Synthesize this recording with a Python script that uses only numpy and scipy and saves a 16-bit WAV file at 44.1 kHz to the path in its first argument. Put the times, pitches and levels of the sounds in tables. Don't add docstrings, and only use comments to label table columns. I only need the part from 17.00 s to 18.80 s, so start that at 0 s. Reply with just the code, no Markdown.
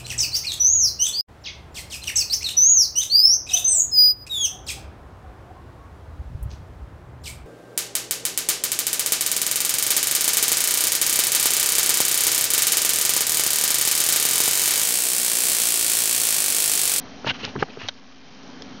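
import sys
import numpy as np
from scipy import signal
from scipy.fft import rfft, irfft
from scipy.io import wavfile
from scipy.ndimage import uniform_filter1d

SR = 44100
rng = np.random.default_rng(int(sys.argv[2]) if len(sys.argv) > 2 else 0)


def put_to_file(sound):
    columns = np.atleast_2d(sound).T
    safe = np.clip(columns, -1, 1)
    whole_steps = np.round(safe * 32767)
    wavfile.write(sys.argv[1], SR, whole_steps.astype(np.int16))


def to_linear_factor(level_db):
    exponent = np.asarray(level_db, float) / 20
    return 10 ** exponent


N = 79380


def unit_rms(x):
    return x / np.sqrt(np.mean(x ** 2) + 1e-20)


def add(mix, start_s, sound):
    part = mix[round(start_s * SR):][:len(sound)]
    part += sound[:len(part)]


def coloured(x, spectrum):
    point_hz, point_db = np.transpose(spectrum)
    hz = np.fft.rfftfreq(len(x), 1 / SR)
    db = np.interp(np.log(hz + 1), np.log(point_hz + 1), point_db)
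    return irfft(rfft(x) * to_linear_factor(db), len(x))


def resonate(x, hz, width_hz):
    carrier = np.exp(2j * np.pi * hz * np.arange(len(x)) / SR)
    pole = np.exp(-np.pi * width_hz / SR)
    return 2 * (carrier * signal.lfilter([1 - pole], [1, -pole], x / carrier)).real


def ring(modes, hardness_hz, ring_share, weights, rise_s):
    t = np.arange(SR // 5) / SR
    hz, level_db, t60_s = np.transpose(modes)[:, :, None]
    decay = to_linear_factor(level_db - 60 * t / (ring_share * t60_s))
    ratio = hz / hardness_hz
    blow = ratio ** 0.4 / (1 + ratio ** 4)
    size = weights[:, None] * decay * blow
    out = (size * np.sin(2 * np.pi * hz * t)).sum(0) * (1 - np.exp(-t / rise_s))
    return out / abs(out).max()


def strike_spots(blows, modes):
    shape = (len(blows), len(modes))
    return rng.uniform(0.3, 1, shape) * rng.choice([-1, 1], shape)


def waver(hz, width_hz):
    drift = uniform_filter1d(rng.standard_normal(N), 400) * np.sqrt(2 * np.pi * width_hz / SR)
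    phase = 2 * np.pi * (hz * np.arange(N) / SR + rng.random())
    return np.sqrt(2) * np.sin(phase + np.cumsum(drift))


# hz, rms_db, width_hz
MOTOR_HUM = [(185.9, -54.5, 1.5), (204.3, -54.5, 1.5), (229.1, -56.5, 1.5), (250.5, -46, .6),
             (273.2, -46.5, .6), (409.4, -56, 2.5), (477.7, -59, 2.5), (736, -57.5, 12), (3124, -57, 30)]
# hz, rms_db
CAMERA_WHINE = [(4140, -63), (5706, -59)]


def tones():
    hum = sum(to_linear_factor(rms_db) * waver(hz, width_hz) for hz, rms_db, width_hz in MOTOR_HUM)
    whine = sum(to_linear_factor(rms_db) * waver(hz, 1) for hz, rms_db in CAMERA_WHINE)
    return hum + whine


# hz, density_db_per_hz
ROOM_SPECTRUM = [(20, -29.5), (40, -19), (120, -13.5), (250, -7), (380, -16), (731, -15.5), (2350, -23.5),
                 (6500, -33)]


def room_air():
    level_db, patch_db = -41, 1.5
    noise = coloured(rng.standard_normal(N), ROOM_SPECTRUM)
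    _, _, cells = signal.stft(noise, SR, nperseg=1024)
    patches = uniform_filter1d(rng.standard_normal(cells.shape), 8, 0)
    patches = unit_rms(uniform_filter1d(patches, 6, 1))
    _, air = signal.istft(cells * to_linear_factor(patch_db * patches), SR, nperseg=1024)
    return to_linear_factor(level_db) * unit_rms(air[:N])


def hiss_hump():
    level_db, centre_hz, width_hz = -54.5, 3600, 2500
    return to_linear_factor(level_db) * unit_rms(resonate(rng.standard_normal(N), centre_hz, width_hz))


# time_s, gain_db
CAMERA_GAIN = [(0, -1.5), (.26, -2.5), (.33, -1.5), (0.561, -2), (0.648, -5.5), (0.878, -8.5), (0.908, -12),
               (1.0, -12), (1.148, -12), (1.3, -8), (1.5, -4), (1.65, -3), (1.8, -2.5)]


def room():
    gain_db = np.interp(np.arange(N) / SR, *np.transpose(CAMERA_GAIN))
    return to_linear_factor(gain_db) * (tones() + room_air() + hiss_hump())


# start_s, level_db
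TONG_SLIPS = [
    (.8849, -21),
    (.8859, -11),
    (.888, -18),
    (.8891, -15),
    (.8902, -16),
    (.8922, -23),
    (.8955, -29),
]
# hz, level_db, t60_s
TONG_MODES = [(600, -6, 0.025), (920, -8.5, 0.024), (1520, 1, 0.013), (1960, -6, .012),
              (2560, -7.5, 0.0078), (3280, 2, 0.013), (3716, 1.5, .011), (4390, -4, .01),
              (5200, -12, 0.0084), (5950, -3.5, .014)]


def tongs():
    out = np.zeros(N)
    for (start_s, level_db), spot in zip(TONG_SLIPS, strike_spots(TONG_SLIPS, TONG_MODES)):
        add(out, start_s, to_linear_factor(level_db) * ring(TONG_MODES, 12000, 0.7, spot, rise_s=0.00011))
    return out


# start_s, level_db, pitch_hz, t60_s
CREASES = [(0.2588, -24, 4300, .004), (.2972, -15, 2900, 0.016), (.2748, -20, 2600, .006),
           (.2845, -21, 2900, .01), (.291, -23, 3300, .006), (.303, -27, 2700, .006),
           (.3048, -19, 1900, .006), (.3074, -15, 2800, .006), (.3146, -18, 3000, .006),
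           (.4465, -24, 2800, .01), (.4915, -32, 3700, .008), (0.4508, -14, 4000, .005),
           (.4509, -22, 5600, .005), (0.5912, -36, 3500, .008), (.8792, -26, 3310, .007),
           (0.8792, -28, 5540, .007), (1.349, -34, 5300, .006), (1.433, -35, 5400, .008),
           (1.478, -34, 5500, .008), (1.502, -34, 5700, .008), (1.6215, -28, 6000, .004),
           (1.6218, -31, 1700, .005), (1.6245, -33, 5600, .006), (1.629, -36, 5200, .006)]


def snaps():
    out = np.zeros(N)
    signs = np.array([1, -1, 1])
    for start_s, level_db, pitch_hz, t60_s in CREASES:
        modes = [(0.7 * pitch_hz, -3, t60_s), (pitch_hz, 0, t60_s), (1.3 * pitch_hz, -3, t60_s)]
        add(out, start_s, to_linear_factor(level_db) * ring(modes, 9000, 0.76, signs, rise_s=0.0001))
    return out


# start_s, length_s, level_db, peak_place_0_to_1, sheet_ring_db
STROKES = [(.245, .02, -40, .6, -6), (0.258, .038, -25.5, 0.6, -4), (.286, 0.035, -22.5, 0.35, 1),
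           (0.332, 0.051, -38.5, 0.3, -2.5), (0.381, 0.053, -38.5, 0.5, -9), (0.422, 0.055, -31, .45, -2.5),
           (0.463, 0.055, -40.5, 0.5, -7), (0.585, 0.05, -35, 0.4, -9), (0.6259, 0.013, -31.5, 0.1, -9.5),
           (0.691, 0.026, -44.5, 0.4, -2), (0.778, 0.0487, -38.5, 0.8, -9), (0.815, 0.036, -40, 0.2, -6.5),
           (0.824, 0.06, -40.5, 0.6, -4.5), (.712, .07, -48, .4, -6), (.886, 0.018, -40, 0, -5.5)]
# hz, density_db_per_hz
PAPER_SPECTRUM = [(180, -39.5), (300, -23), (661, -9.5), (768, -8.5), (1780, -7), (2230, -9.5),
                  (2830, -10.5), (6000, -15), (7800, -50), (13200, -120)]


def sheet_mode(slips, hz):
    width_hz = 800
    return unit_rms(resonate(resonate(slips, hz, width_hz), hz, 2 * width_hz))


def scrapes():
    slips_per_s, spread_db = 9000, 2.1
    sizes = to_linear_factor(spread_db * np.minimum(rng.exponential(1, N), 4))
    slips = sizes * rng.choice([-1, 1], N) * (rng.random(N) < slips_per_s / SR)
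    rasp = unit_rms(coloured(slips, PAPER_SPECTRUM))
    sheet = sheet_mode(slips, 2850) + to_linear_factor(-9.5) * sheet_mode(slips, 4057)
    out = np.zeros(N)
    for start_s, length_s, level_db, peak_place, sheet_ring_db in STROKES:
        first, count = round(start_s * SR), round(length_s * SR)
        at = slice(first, first + count)
        peak = np.clip(peak_place, 0.05, 0.95)
        rise_fall = np.interp(np.linspace(0, 1, count), [0, peak, 1], [0, 1, 0])
        swell = np.sin(np.pi / 2 * rise_fall) ** 1.2
        out[at] += to_linear_factor(level_db) * swell * unit_rms(rasp[at] + to_linear_factor(sheet_ring_db) * sheet[at])
    return out


# start_s, level_db, pitch_hz, t60_s
KNOCKED_MODES = [(0.27, -35.5, 141.6, 0.11), (0.26, -31, 133, 0.18), (.3, -33.5, 96, 0.072),
                 (.435, -35.5, 130, 0.075), (.47, -40, 99, 0.13), (.556, -29, 137, 0.091),
                 (.574, -29.5, 240, .07), (.59, -32, 102, 0.083), (.622, -28, 150, .06),
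                 (.6248, -11, 425, 0.014), (.6266, -15, 800, .02), (.6271, -12, 1250, 0.011),
                 (.6248, -15, 1550, 0.008), (.628, -27, 1980, .015), (.6275, -25, 2900, .01),
                 (.5545, -27, 980, .015), (.5572, -25, 400, .022), (.5632, -25, 240, .04),
                 (.579, -29, 340, .04), (0.57, -38.5, 140, 0.089), (.772, -40, 140, 0.085),
                 (.83, -38.5, 102, .2), (.2675, -21.5, 915, .06), (.2645, -24, 2750, 0.018),
                 (.303, -24, 1540, 0.02), (.283, -27.5, 4700, 0.012), (0.31, -33, 3200, .06),
                 (.44, -29, 2950, 0.03), (.443, -30, 2100, .015), (.4765, -31, 850, 0.018),
                 (.771, -31, 420, 0.037), (.5615, -24, 1600, .009), (.5635, -27, 1150, .012),
                 (.2645, -28, 280, .02), (.2695, -25, 620, .035), (.281, -28, 250, .03),
                 (.2955, -19, 2800, .02), (.309, -25, 1550, .04), (.5885, -37, 2300, .012),
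                 (.8865, -31, 580, .015), (.8875, -27, 6000, .015), (.307, -24, 750, .015),
                 (.685, -33, 420, .025), (.704, -38, 2550, .02), (.815, -33, 1850, .02),
                 (1.6217, -30, 3350, .008), (1.6216, -28, 5300, .008)]


def booms():
    out = np.zeros(N)
    for start_s, level_db, pitch_hz, t60_s in KNOCKED_MODES:
        mode = ring([(pitch_hz, 0, t60_s)], pitch_hz, 1, np.ones(1), rise_s=0.8 / pitch_hz)
        add(out, start_s, to_linear_factor(level_db) * mode)
    return out


# start_s, level_db, hardness_hz, ring_share
BODY_BLOWS = [(.2452, -20, 1100, 0.39), (0.2495, -29.5, 463, 0.62), (0.2648, -24, 494, 0.5),
              (.268, -24.5, 1100, .9), (0.281, -31, 600, 1.5), (0.3054, -21, 900, 0.6),
              (0.432, -28.5, 600, 0.62), (0.44, -31.5, 496, 2.6), (0.478, -32, 790, 0.91),
              (.493, -35.5, 600, 1.5), (.556, -27, 555, 0.5), (0.5612, -23, 850, 0.6),
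              (0.584, -31, 250, 0.8), (0.609, -32.5, 393.5, 0.64), (0.6203, -28, 300, 0.4),
              (0.625, -20, 1714, 0.3), (0.6273, -26, 1100, 0.3), (.636, -30, 700, .6),
              (0.6849, -30.5, 1100, 0.59), (0.697, -35, 600, 0.93), (0.764, -38.5, 923, 0.93),
              (0.771, -31, 1100, .8), (0.8155, -30.5, 1100, 0.45), (0.845, -33, 500, .9),
              (0.859, -40, 244, 0.58), (1.606, -38.5, 887, 0.82), (1.622, -32, 1000, 0.2)]
# hz, level_db, t60_s
TUB_MODES = [(224.5, -5, .07), (308.4, -2, .06), (427.3, 2.5, 0.045), (524, 0, .05), (651, 0, .04),
             (821, 0, .03), (909, -1, 0.036), (1100, -2.5, 0.025), (1306, 8.5, 0.023), (1546, 10, .025),
             (1648, 7, 0.018), (1866, 13, 0.014), (2327, -3, 0.02), (2800, -12, 0.0099)]


def thumps():
    out = np.zeros(N)
    shape = (len(BODY_BLOWS), len(TUB_MODES))
    spots = rng.uniform(0.28, 1, shape) * rng.choice([-1, 1], shape)
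    for (start_s, level_db, hardness_hz, ring_share), spot in zip(BODY_BLOWS, spots):
        sound = ring(TUB_MODES, hardness_hz, ring_share, spot, rise_s=0.00054)
        add(out, start_s, to_linear_factor(level_db) * sound)
    return out


def scene():
    return (room() + tongs() + snaps() + scrapes() + booms() + thumps())[None]


def top_cut(x):
    return signal.sosfilt(signal.butter(12, 7670, fs=SR, output="sos"), x)


def record(dry):
    up, down = 147, 40
    filter_rate_hz = SR * down
    limit, step, offset = 0.9, 1 / 128, -0.0011
    overloaded = limit * np.tanh(dry / limit)
    input_filter = signal.firwin(6001, 6150, fs=filter_rate_hz)
    slow = signal.resample_poly(overloaded, down, up, axis=1, window=input_filter)
    stepped = step * np.floor((slow + offset) / step)
    edge_filter = signal.firwin(2353, 6258, window=("kaiser", 6.05), fs=filter_rate_hz)
    mix = signal.resample_poly(stepped, up, down, axis=1, window=edge_filter)[:, :N]
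    return top_cut(mix)


dry = scene()
out = record(dry)
put_to_file(out)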